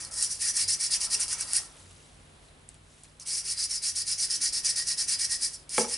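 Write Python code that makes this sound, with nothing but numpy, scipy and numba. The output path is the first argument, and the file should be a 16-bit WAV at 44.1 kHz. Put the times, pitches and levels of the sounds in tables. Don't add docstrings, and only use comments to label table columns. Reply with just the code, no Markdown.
import sys
import numpy as np
from scipy import signal
from scipy.fft import rfft, irfft
from scipy.io import wavfile
from scipy.ndimage import uniform_filter1d
from numba import njit

SR = 44100
rng = np.random.default_rng(int(sys.argv[2]) if len(sys.argv) > 2 else 0)


def digitize_waveform(pressure):
    field = np.atleast_2d(pressure).T
    bounded = np.clip(field, -1, 1)
    quanta = np.round(bounded * 32767).astype(np.int16)
    wavfile.write(sys.argv[1], SR, quanta)


N = 263433
TIME = np.arange(N) / SR


def undb(db):
    return 10 ** (np.asarray(db) / 20)

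def samples(seconds):
    return (seconds * SR).astype(np.int64)

def contour_db(points):
    return np.interp(TIME, *np.transpose(points), left=-120, right=-120)

def butterworth(x, order, hz, kind):
    return signal.sosfilt(signal.butter(order, hz, kind, fs=SR, output="sos"), x)

def resonance(x, hz, width_hz):
    return signal.lfilter(*signal.iirpeak(hz, hz / width_hz, fs=SR), x)

def waver(rate_hz):
    hold = int(SR / rate_hz)
    steps = np.repeat(rng.standard_normal(N // hold + 1), hold)
    return 1.17 * uniform_filter1d(uniform_filter1d(steps, hold), hold)[:N]

def coloured_noise(hz, db):
    bins_hz = np.maximum(np.arange(N // 2 + 1) * SR / N, 1)
    gain = undb(np.interp(np.log(bins_hz), np.log(hz), db))
    return irfft(rfft(rng.standard_normal(N)) * gain, N)

def linger(power, decay_s):
    keep = np.exp(-1 / (decay_s * SR))
    return signal.lfilter([1 - keep], [1, -keep], power)

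@njit
def twangs(start, hz, decay_s, peak):
    out = np.zeros(N)
    for k in range(len(start)):
        tau = decay_s[k] * SR
        pole = np.exp(2j * np.pi * hz[k] / SR - 1 / tau)
        phasor = np.e * peak[k] / tau + 0j
        for i in range(min(int(8 * tau), N - start[k])):
            out[start[k] + i] += i * phasor.imag
            phasor *= pole
    return out

def crowd(strength, centre_hz, spread_hz, decay_s, scatter_db, count):
    when, chance = rng.random((count, 2)).T
    start = (when * N).astype(np.int64)
    hz = np.broadcast_to(centre_hz, N)[start] + spread_hz * rng.standard_normal(count)
    size = undb(-scatter_db * np.log(np.maximum(chance, .02)))
    rms = np.e * np.sqrt(np.sum(size ** 2) * decay_s * SR / 8 / N)
    return twangs(start, np.clip(hz, 500, 16000), np.full(count, decay_s), size * strength[start] / rms)


# pitch_hz, rms_db, waver_db
HUM_PARTIALS = [(50.5, -64, -2.5), (90, -66.5, 5), (149.3, -66.5, 0.5), (245, -78, 3)]

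def hum():
    out = np.zeros(N)
    for hz, rms_db, waver_db in HUM_PARTIALS:
        amplitude = np.sqrt(2) * undb(rms_db + waver_db * waver(11))
        out += amplitude * np.sin(2 * np.pi * hz * TIME + 0.25 * waver(6.5))
    return out

# frequency_hz, relative_density_db
AIR_SPECTRUM = [(15, -37), (25, 8.5), (75, -3), (254, -8), (381, -9.5), (433, -10), (1900, -19),
                (3770, -20), (6440, -30.5), (9200, -22.5), (11000, -25.5), (14300, -61), (22000, -120)]
# frequency_hz, side_over_mid_db
AIR_WIDTH = [(30, -23), (300, -5), (1500, 2.5), (4000, -3.5), (11000, -6)]
# time_s, level_db
AIR_SWELL = [(0, -54.5), (1, -56.5), (1.3, -54), (1.95, -57), (2.9, -59.5), (3.33, -60.5), (3.8, -60),
             (4.44, -57), (5.7, -56.5)]

def air():
    hz, db = np.transpose(AIR_SPECTRUM)
    side_hz, side_db = np.transpose(AIR_WIDTH)
    mid = coloured_noise(hz, db)
    side = coloured_noise(hz, db + np.interp(np.log(hz), np.log(side_hz), side_db))
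    gain = undb(np.interp(TIME, *np.transpose(AIR_SWELL)) + 0.6 * waver(5.46)) / np.std(mid)
    return gain * np.array([mid + side, mid - side])

# time_s, level_db
SLOSH_SPELLS = [
    [(0, -61.5), (.2, -59.5), (.4, -78), (.9, -64), (1.05, -55), (1.4, -58.5), (1.6, -59), (1.78, -68),
     (1.95, -92)],
    [(3.2, -65), (3.29, -71), (3.45, -68), (4.3, -82), (4.9, -91), (5.4, -70), (5.7, -74)],
]

def slosh():
    level = sum(undb(contour_db(spell)) for spell in SLOSH_SPELLS)
    bubbles = crowd(level, 1089, 310, decay_s=0.0021, scatter_db=3.4, count=9000)
    return bubbles + undb(4) * resonance(bubbles, 1324, width_hz=38)

# bite_s, rise_s, length_s, first_db, last_db, snap_db
HAND_STROKES = [(.002, 0.0051, 0.089, -36.5, -45, -58), (0.112, .013, 0.15, -39.5, -24.5, -50),
                (0.311, 0.034, 0.08, -27, -47, -55), (.422, 0.058, 0.092, -25.5, -27.5, -60),
                (0.567, 0.068, 0.07, -25, -26, -20), (.686, 0.028, 0.067, -24, -27, -23),
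                (0.81, 0.041, 0.068, -26.5, -27, -22.5), (.91, 0.017, 0.061, -24.5, -25.5, -32),
                (1.007, 0.02, 0.056, -28.5, -28, -38), (1.108, 0.026, 0.047, -26, -23.5, -34.5),
                (1.2048, 0.032, .039, -25, -25.5, -33), (1.281, .004, 0.057, -35, -25.5, -32),
                (1.409, 0.075, 0.021, -26.5, -27, -21), (1.5333, 0.15, 0.054, -28.5, -23.5, -19),
                (3.1982, .006, 0.036, -44, -44.5, -41), (3.273, 0.038, .13, -32, -30, -36.5),
                (3.45, 0.031, 0.084, -33.5, -29, -55), (3.584, 0.048, .071, -31.5, -27, -50),
                (3.716, 0.053, 0.063, -27, -31.5, -55), (3.835, 0.036, 0.072, -28, -28, -48),
                (3.961, 0.023, .066, -29, -30, -41), (4.077, 0.043, 0.06, -28.5, -26.5, -44.5),
                (4.19, .03, 0.063, -27, -24.5, -49), (4.307, 0.029, 0.061, -25.5, -27.5, -34),
                (4.417, 0.034, 0.073, -27.5, -28, -37), (4.533, 0.029, 0.065, -29, -27.5, -29),
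                (4.648, 0.038, 0.066, -26, -24, -26), (4.762, 0.016, 0.064, -23, -29, -29),
                (4.871, 0.029, 0.067, -27.5, -27, -39.5), (4.982, 0.026, 0.065, -24, -29.5, -40.5),
                (5.082, 0.022, 0.069, -26.5, -26.5, -41.5), (5.195, .023, 0.065, -27.5, -26.5, -32),
                (5.301, 0.025, 0.067, -29, -27.5, -50), (5.416, 0.03, 0.067, -26, -30, -37),
                (5.531, 0.05, 0.033, -39, -38.5, -55), (5.693, .004, 0.13, -42, -22, -36.5),
                (5.892, 0.06, 0.058, -32, -29, -52)]
TWANG_HZ, GLIDE_HZ, STROKE_SCATTER_HZ = 5281, 283, 80

def strokes():
    lead = 0.73
    power, lower_hz = np.zeros(N), np.full(N, float(TWANG_HZ))
    scatter_hz = STROKE_SCATTER_HZ * rng.standard_normal((len(HAND_STROKES), 2))
    for k, (bite_s, rise_s, length_s, first_db, last_db, _) in enumerate(HAND_STROKES):
        fall_s = 0.015 + 0.31 * length_s
        hold_s = length_s - fall_s / 2
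        start = max(int((bite_s - lead * rise_s) * SR), 0)
        t = TIME[start:int((bite_s + hold_s + fall_s) * SR)] - bite_s
        level = undb(np.interp(t, [0, hold_s], [first_db, last_db]))
        rise = np.sin(np.pi / 2 * np.clip(t / rise_s + lead, 0, 1)) ** 2
        fall = np.sin(np.pi / 2 * np.clip(1 - (t - hold_s) / fall_s, 0, 1)) ** 2
        power[start:start + len(t)] += (level * rise * fall) ** 2
        glide_hz = scatter_hz[k] + (-1) ** k * GLIDE_HZ * np.array([1, -1])
        lower_hz[start:] = TWANG_HZ + np.interp(TIME[start:] - bite_s, [0, length_s], glide_hz)
    power += undb(-9.5) ** 2 * linger(power, decay_s=0.022)
    return np.sqrt(power), lower_hz

# pitch_hz, width_hz, relative_db
BRUSH_MODES = [(4820, 41, 3), (5320, 13, -18), (5900, 16, -22), (7070, 62, 5), (7340, 20, 6.5),
               (8230, 68, -1), (9100, 25, -20), (9380, 410, -9), (9550, 32, 0.5)]

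def bristles(grip, lower_hz, upper_db):
    lower = undb(-2.5) * grip / np.sqrt(1 + undb(upper_db) ** 2)
    upper = lower * undb(upper_db)
    lower_hz = lower_hz + 120 * waver(30)
    slips = crowd(lower, (lower_hz + TWANG_HZ) / 2, 640, decay_s=0.00028, scatter_db=1.2, count=30000)
    slips += crowd(upper, 9480, 917, decay_s=0.00038, scatter_db=0.83, count=40000)
    slips += crowd(undb(-8.5) * upper, 7160, 1010, decay_s=0.00052, scatter_db=1, count=20000)
    singing = crowd(undb(-3) * lower, lower_hz + 149.5, 210, decay_s=0.0035, scatter_db=3.2, count=2500)
    singing += crowd(undb(-12) * upper, 8900, 1130, decay_s=0.0044, scatter_db=4.4, count=2500)
    wires = butterworth(slips + singing, 8, 4000, "high")
    back = sum(undb(db) * resonance(wires, hz, width) for hz, width, db in BRUSH_MODES)
    return wires + undb(-6) * back

# pitch_hz, width_hz, relative_db
STEEL_MODES = [(1550, 19, -17.5), (2134, 126, -16), (2278, 60, -12.5), (2720, 35, -14.5),
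               (1650, 230, -34.5), (2510, 486, -18), (3100, 650, -20)]

def steel_part(drive, sing_db):
    scrape = uniform_filter1d(drive, size=1700) * rng.standard_normal(N)
    singing = resonance(scrape * undb(sing_db + 3.1 * waver(13)), 1890, width_hz=65)
    modes = sum(resonance(scrape * undb(db + 3.1 * waver(24.59)), hz, width)
                for hz, width, db in STEEL_MODES)
    return undb(19) * (modes + undb(-8) * singing)

# time_s, upper_over_lower_db, part_drive_db, singing_mode_db
BRUSH_CONTACT = [(0, 3, -13, 1), (.2, 5, -17, 1.5), (.45, 3.5, -15, 1), (.8, 1.5, -14, -1),
                 (1.15, 2.5, -15, 0), (1.4, 2.5, -10.5, -3.5), (1.6, 6, -16.5, 6.5), (3.2, 1, -10, -15),
                 (3.3, 3, -14.5, -7), (3.6, 0.5, -16, -0.5), (4.1, 1, -17, 1), (4.4, -0.5, -15, 1),
                 (5.1, 0.5, -16, 6.5), (5.55, 2, -17.5, 7), (5.75, 4.5, -9, -9), (5.95, 1.5, -10.5, -1)]

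def scrubbing(pressure, lower_hz):
    time_s, *columns = np.transpose(BRUSH_CONTACT)
    upper_db, part_db, sing_db = (np.interp(TIME, time_s, db) for db in columns)
    grip = pressure * undb(1.6 * waver(90))
    return bristles(grip, lower_hz, upper_db) + steel_part(grip * undb(part_db), sing_db)

def tick(start_s, level_db, lower_db, spread_s):
    lateness, pitch = rng.random((2, 40))
    lateness = lateness ** 2
    is_lower = np.arange(40) % 2 == 1
    hz = np.where(is_lower, 4600 + 1800 * pitch, 7300 + 3600 * pitch)
    decay_s = np.where(is_lower, .00035, .0002)
    peak = undb(level_db - 12 * lateness + is_lower * lower_db)
    return twangs(samples(start_s + spread_s * lateness), hz, decay_s, peak)

# start_s, level_db
LATE_SNAPS = [(0.0488, -34), (0.14, -31.5), (.226, -18.5), (0.5423, -35), (1.3294, -22), (1.5463, -30),
              (1.5665, -19), (3.2625, -50)]

def snaps():
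    bites = [(stroke[0], stroke[-1]) for stroke in HAND_STROKES]
    out = np.zeros(N)
    for start_s, db in [*bites, *LATE_SNAPS]:
        lower_db = -0.6 * max(db + 42, 0)
        out += tick(start_s, db, lower_db, spread_s=.004)
    return out

def wire_ping(start_s=.05, pitch_hz=4330, decay_s=.014):
    t = np.maximum(TIME - start_s, 0)
    return undb(-42) * np.exp(-t / decay_s) * np.sin(2 * np.pi * pitch_hz * t)

# start_s, peak_db, pitch_hz
BRUSH_TAPS = [(0.425, -35.5, 1890), (1.02, -34.5, 2830), (1.149, -31, 2730), (1.197, -45, 1530),
              (1.328, -38, 1510), (1.409, -42, 1550), (1.531, -41, 2700), (1.558, -34, 2720),
              (3.262, -48, 2860), (3.479, -42, 2760)]

def taps():
    start_s, db, hz = np.transpose(BRUSH_TAPS)
    return twangs(samples(start_s), hz, 2.8 / hz, undb(db))

# start_s, length_s, pitch_hz, peak_db
LOW_TONES = [(1.13, 0.089, 422, -58), (3.302, 0.11, 361, -61), (3.43, 0.0934, 386, -62.5),
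             (4.354, 0.1, 294, -59)]

def low_tones():
    out = np.zeros(N)
    for start_s, length_s, hz, db in LOW_TONES:
        envelope = np.sin(np.pi * np.clip((TIME - start_s) / length_s, 0, 1)) ** .5
        out += undb(db) * envelope * np.sin(2 * np.pi * hz * TIME)
    return out

# time_s, level_db
PAUSE_RUSTLE = [(1.62, -78), (1.8, -57.5), (2.2, -65), (2.45, -64.5), (2.67, -69), (2.76, -64),
                (2.82, -67.5), (2.98, -62.5), (3.19, -69)]
# start_s, level_db
GLOVE_SLIPS = [(1.767, -52), (1.9101, -55), (2.6895, -42.5), (2.7434, -47.5), (3.035, -39.5), (3.046, -50)]

def rustle(pressure):
    level = undb(contour_db(PAUSE_RUSTLE) + 3.5 * waver(12))
    level += undb(-23) * np.sqrt(linger(pressure ** 2, decay_s=0.036))
    ticks = np.zeros(N)
    for start_s, db in GLOVE_SLIPS:
        ticks += tick(start_s, db, lower_db=-33, spread_s=.0015)
        trail = np.exp(-np.abs(TIME - start_s) / 0.016) * (TIME > start_s)
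        level += undb(db - 16.5) * trail
    crackle = crowd(level, 9920, 2480, decay_s=0.00027, scatter_db=2.1, count=25000)
    crackle += crowd(undb(-3.5) * level, 4520, 1730, decay_s=0.00022, scatter_db=1.8, count=10000)
    return ticks + crackle

# start_s, peak_db, pitch_hz
CLEAR_DRIPS = [(1.7442, -55, 3510), (1.9098, -52, 2880), (2.0031, -53, 2820), (2.486, -50, 3950),
               (3.0447, -52, 4470)]

def drips():
    small = [(rng.uniform(1.75, 3), -61, rng.uniform(1750, 4000)) for _ in range(10)]
    start_s, db, hz = np.transpose([*CLEAR_DRIPS, *small])
    return twangs(samples(start_s), hz, 2 / hz, undb(db))

# start_s, impulse_db, contact_s
TRAY_KNOCKS = [(3.278, -49, 0.00016), (5.7798, -11, 0.00026), (5.806, -41, 0.0013), (5.845, -26.5, 0.00036)]
# pitch_hz, relative_db, t60_s
TRAY_MODES = [(175, -8.5, 0.032), (230, -9, 0.096), (384, -14.5, 0.098), (431, -20.5, 0.19),
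              (480, -4.5, 0.099), (560, 0, 0.014), (710, -10.5, 0.031), (804, -3.5, 0.034),
              (886, -2.5, 0.032), (1088, -7.5, 0.027), (1311, -8.5, 0.059), (1640, -9, 0.023),
              (2270, -2.5, 0.023), (2650, -9, 0.0067), (3350, -3, 0.013)]

def tray(rattle_hz=900, rattle_t60_s=.3):
    force = np.zeros(N)
    for start_s, db, contact_s in TRAY_KNOCKS:
        width = int(contact_s * SR)
        i = np.arange(width + 1)
        force[int(start_s * SR) + i] += undb(db) * np.sin(np.pi * i / width) / width
    t = TIME[:SR // 2]
    bounces = rng.standard_normal(len(t)) * (rng.random(len(t)) < .15)
    rattle = butterworth(bounces * 1000 ** (-t / rattle_t60_s), 1, rattle_hz, "low")
    rattle *= np.sqrt(SR / rattle_hz / np.pi)
    force += undb(-34) * signal.fftconvolve(force, rattle)[:N]
    ring = sum((-1) ** k * undb(db) * np.sin(2 * np.pi * hz * t) * 1000 ** (-t / t60_s)
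               for k, (hz, db, t60_s) in enumerate(TRAY_MODES))
    knocks = signal.fftconvolve(force, ring)[:N]
    return butterworth(knocks, 2, 150, "high")

def room(x, t60_s=0.18):
    t = TIME[:SR // 2]
    tail = rng.standard_normal((2, len(t))) * 1000 ** (-t / t60_s) * (t > .003)
    tail /= np.sqrt(np.sum(tail ** 2, axis=1, keepdims=True))
    tail = butterworth(tail, 1, [636, 6340], "band")
    return undb(-6.5) * signal.fftconvolve(x[None], tail, axes=1)[:, :N]

def scene():
    pressure, lower_hz = strokes()
    direct = slosh() + scrubbing(pressure, lower_hz) + snaps() + wire_ping() + taps()
    direct += rustle(pressure) + drips() + tray()
    return direct + room(direct) + hum() + air() + low_tones()

def record(dry):
    thin = butterworth(dry, 3, 40, "high")
    return signal.sosfilt(signal.ellip(12, .3, 75, 10990, fs=SR, output="sos"), thin)


dry = scene()
out = record(dry)
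digitize_waveform(out)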